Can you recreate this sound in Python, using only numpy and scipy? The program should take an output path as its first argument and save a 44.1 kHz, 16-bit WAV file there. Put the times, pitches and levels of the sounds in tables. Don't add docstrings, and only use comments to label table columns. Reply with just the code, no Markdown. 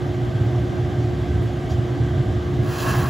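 import sys
import numpy as np
from scipy import signal
from scipy.fft import rfft, irfft, next_fast_len
from scipy.io import wavfile
from scipy.ndimage import uniform_filter1d, map_coordinates

SR = 44100
rng = np.random.default_rng(int(sys.argv[2]) if len(sys.argv) > 2 else 0)


def to_wav(sig):
    pcm = np.clip(np.atleast_2d(sig), -1, 1) * 32767
    pcm = np.round(pcm).astype(np.int16)
    wavfile.write(sys.argv[1], SR, pcm.T)


def invert_db(level):
    return 10 ** (np.asarray(level, dtype=float) / 20)


N = 136269


def unit(x):
    return x / np.sqrt(np.mean(x ** 2) + 1e-20)


def along(points, hz):
    point_hz, value = np.transpose(points)
    return np.interp(np.log(hz + 1), np.log(point_hz + 1), value)


def curve(rows):
    seconds, value = np.transpose(rows)
    return np.interp(np.arange(N) / SR, seconds, value)


def wobble(rate):
    knots = rng.standard_normal(int(N * rate / SR) + 4)
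    return map_coordinates(knots, [np.arange(N) * rate / SR])


def filtered(x, response):
    m = next_fast_len(N + SR // 2)
    spectrum = rfft(x, m) * response(np.fft.rfftfreq(m, 1 / SR))
    return irfft(spectrum, m)[..., :N]


def colour(points):
    return lambda hz: invert_db(along(points, hz))


def resonances(rows):
    def response(f):
        total = 0
        for k, (centre, width, db) in enumerate(rows):
            damping = 1j * f * width
            total = total + (-1) ** k * invert_db(db) * damping / (centre * centre - f * f + damping + 1e-9)
        return total
    return response


def turbulence(response, patchy_db):
    z = signal.stft(rng.standard_normal(N), nperseg=512)[2]
    field = uniform_filter1d(rng.standard_normal(z.shape), size=6, axis=0)
    field = uniform_filter1d(field, size=12, axis=1)
    noise = signal.istft(z * invert_db(patchy_db * unit(field)), nperseg=512)[1][:N]
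    return unit(filtered(noise, response))


def workshop():
    # frequency in Hz, level in dB per Hz.
    diffuse = [(24, -39), (40, -8), (145, 11), (319, 1.5), (357, 11.5), (392, -1), (1750, -7.5),
               (2450, -24.5), (3500, -21), (4550, -96), (7700, -120)]
    scattered = invert_db(-38.5) * turbulence(colour(diffuse), patchy_db=3.1)
    echo = invert_db(-9) * filtered(stand(), lambda hz: 1 / (1 + (hz / 2100) ** 8))
    return scattered + echo


def blower():
    # shaft order, level in dB rms.
    orders = [(1, -42.5), (2, -35), (5, -40.5), (6, -31.5)]
    shaft_hz, flutter_db = 59.44, .5
    turns = np.cumsum(shaft_hz * (1 + .0006 * wobble(3))) / SR
    out = np.zeros(N)
    for order, db in orders:
        tone = np.sqrt(2) * np.sin(2 * np.pi * (order * turns + rng.random()))
        out += invert_db(db + flutter_db * wobble(5.47)) * tone
    return out


def howl():
    # time in seconds, pitch in Hz.
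    pitch = [(0, 128), (.2, 125), (.4, 105), (.8, 112), (.95, 121), (1.3, 113), (1.7, 118), (2.2, 117),
             (2.6, 114), (3.09, 116)]
    jitter_hz, flutter_db = 9, 3
    phase = 2 * np.pi * np.cumsum(curve(pitch) + jitter_hz * wobble(30)) / SR
    return unit(invert_db(flutter_db * wobble(24.97)) * np.sin(phase))


def burner():
    # time in seconds, strength in dB.
    flame = [(0, -22), (.25, -26), (.38, -20.5), (.65, -23), (.9, -22), (1.2, -23), (1.4, -19), (1.62, -26),
             (1.76, -20.5), (1.88, -25), (2.18, -20), (2.3, -19.5), (2.45, -25.5), (2.58, -17), (2.74, -26),
             (2.82, -29), (2.92, -22.5), (3.09, -18.5)]
    # frequency in Hz, level in dB per Hz.
    boom_colour = [(20, -60), (40, -27), (56, -11), (72, -1.5), (93, -3), (125, -4), (200, -14),
                   (500, -120)]
    # frequency in Hz, width in Hz, level in dB.
    drum_modes = [(89, 20.6, -13.5), (103.5, 14.3, -0.5), (123.6, 17.8, 4.5), (152.5, 17, -11.5)]
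    # frequency in Hz, width in Hz, level in dB.
    chamber = [(209.7, 28.6, -0.5), (277.4, 23.3, 3), (331.8, 47.2, 0.5), (440, 207, -7.5), (636.5, 32, -4),
               (709, 56.7, -6), (794, 121, -10.5), (1166, 121, -18), (1550, 41, -12), (1587, 76, -14.5),
               (2026, 300, -21.5), (3170, 674, -26)]
    # frequency in Hz, level in dB per Hz.
    jet_colour = [(250, 4), (950, 10.5), (2500, -0.5), (3500, 2), (3900, -3.5), (7500, -9.5), (11000, -20),
                  (15800, -30)]

    def drum_response(hz):
        rumble_limit = 1 + (60 / (hz + 1)) ** 4
        treble_limit = 1 + (hz / 250) ** 4
        return resonances(drum_modes)(hz) / rumble_limit / treble_limit

    flame_db = curve(flame)
    drum = turbulence(drum_response, patchy_db=2.0)
    broad = turbulence(colour(boom_colour), patchy_db=-1.0)
    boom = invert_db(flame_db) * unit(broad + drum + 0.52 * howl())
    stir_db = 0.018 * (flame_db - flame_db.mean())
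    roar = invert_db(-31 + stir_db) * turbulence(resonances(chamber), patchy_db=.5)
    jet = invert_db(-45 + stir_db + .8 * wobble(41.1)) * turbulence(colour(jet_colour), patchy_db=1.5)
    return boom + roar + jet


def scuffs():
    # start in seconds, level in dB, centre in Hz, width in Hz, length in seconds.
    touches = [
        (.07, -64, 13000, 2500, .02),
        (.24, -60, 11200, 900, .025),
        (.425, -58, 14500, 1800, .035),
        (1.2, -63, 13500, 2000, .03),
        (1.27, -58, 5500, 1500, .05),
        (1.41, -57, 11000, 5000, .06),
        (1.63, -63, 11000, 900, .04),
        (1.695, -44, 5000, 2800, .045),
        (1.69, -58, 12500, 4000, .07),
        (1.915, -60, 14000, 2500, .02),
    ]
    rise_s = .008
    t, out = np.arange(N) / SR, np.zeros(N)
    for start, db, hz, width_hz, length in touches:
        since = np.clip(t - start, 0, None)
        shape = (1 - np.exp(-since / rise_s)) * np.exp(-(since / length) ** 2)
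        hiss = filtered(rng.standard_normal(N), lambda f: np.exp(-((f - hz) / width_hz) ** 2))
        out += invert_db(db) * shape * unit(hiss)
    return out


def friction(*parts):
    out = np.zeros(N)
    for db, response in parts:
        grains = unit(rng.standard_normal(N) * invert_db(1.3 * wobble(300) + 1.24 * wobble(30.56)))
        out += invert_db(db) * unit(filtered(grains, response))
    contact = np.clip((np.arange(N) / SR - 2.58) / .05, 0, 1)
    return contact * out


def stand():
    # time in seconds, load in dB.
    load = [
        (2.6, -18),
        (2.7, -6),
        (2.8, -1.5),
        (2.86, 2.5),
        (2.9, 3),
        (3.0, 1),
        (3.05, -2.5),
        (3.09, -4.5),
    ]
    # frequency in Hz, level in dB per Hz.
    rumble = [(150, 4), (300, -5), (700, 1.5), (1100, 4), (1700, 0), (2200, -10.5), (3500, -30)]
    # frequency in Hz, width in Hz, level in dB.
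    roller_modes = [(647.5, 22, -6), (748, 28, -4.5), (809, 18, -4), (1008, 22, -6.5), (1091, 15, 4.5),
                    (1113, 20, -1.5), (1350, 27, -16), (1593, 70, -12), (1657, 53, -3), (1730, 22, -24)]
    return invert_db(curve(load)) * friction((-31.5, colour(rumble)), (-33.5, resonances(roller_modes)))


def pipe():
    # time in seconds, pressure in dB.
    pressure = [
        (2.58, -23),
        (2.65, -10.5),
        (2.72, -2),
        (2.78, 3),
        (2.84, 4.5),
        (2.89, 6),
        (2.96, 3),
        (3.03, 1.5),
        (3.09, -2),
    ]
    # frequency in Hz, level in dB per Hz.
    grit = [(2000, -30), (2600, -3), (4000, -4), (7000, -11.5), (9000, -10), (11000, -3.5), (13000, -16),
            (15700, -2.5)]
    # frequency in Hz, width in Hz, level in dB.
    pipe_modes = [(2430, 36, -3), (2690, 110, 0), (3170, 93, -4), (4120, 100, -6), (4650, 41, -5),
                  (4820, 35, -5), (5140, 23, -7), (5320, 39, -6), (5980, 140, -5), (6490, 20, -8),
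                  (6660, 44, -6), (6920, 58, -6), (7470, 130, -10), (7720, 26, -15)]
    return invert_db(curve(pressure)) * friction((-38.5, colour(grit)), (-42.5, resonances(pipe_modes)))


def scene():
    # frequency in Hz, left over right in dB.
    lean = [(60, -1.1), (300, -1.8), (1000, -.3), (3000, -0.5)]
    lag_from_hz, lag_s = 7000, .00024

    def half(hz):
        delay = np.exp(-2j * np.pi * lag_s * np.clip(hz - lag_from_hz, 0, None) / 2)
        return invert_db(along(lean, hz) / 2) * delay

    wide = workshop()
    front = blower() + burner() + scuffs() + stand() + pipe()
    left = filtered(front, half) + wide
    right = filtered(front, lambda hz: 1 / half(hz)) - wide
    return np.array([left, right])


def top_cut(x):
    return signal.sosfilt(signal.butter(12, 15910, fs=SR, output="sos"), x)


def record(dry):
    top_hz = 15760
    mix = filtered(dry, lambda hz: hz < top_hz)
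    return top_cut(mix)


dry = scene()
out = record(dry)
to_wav(out)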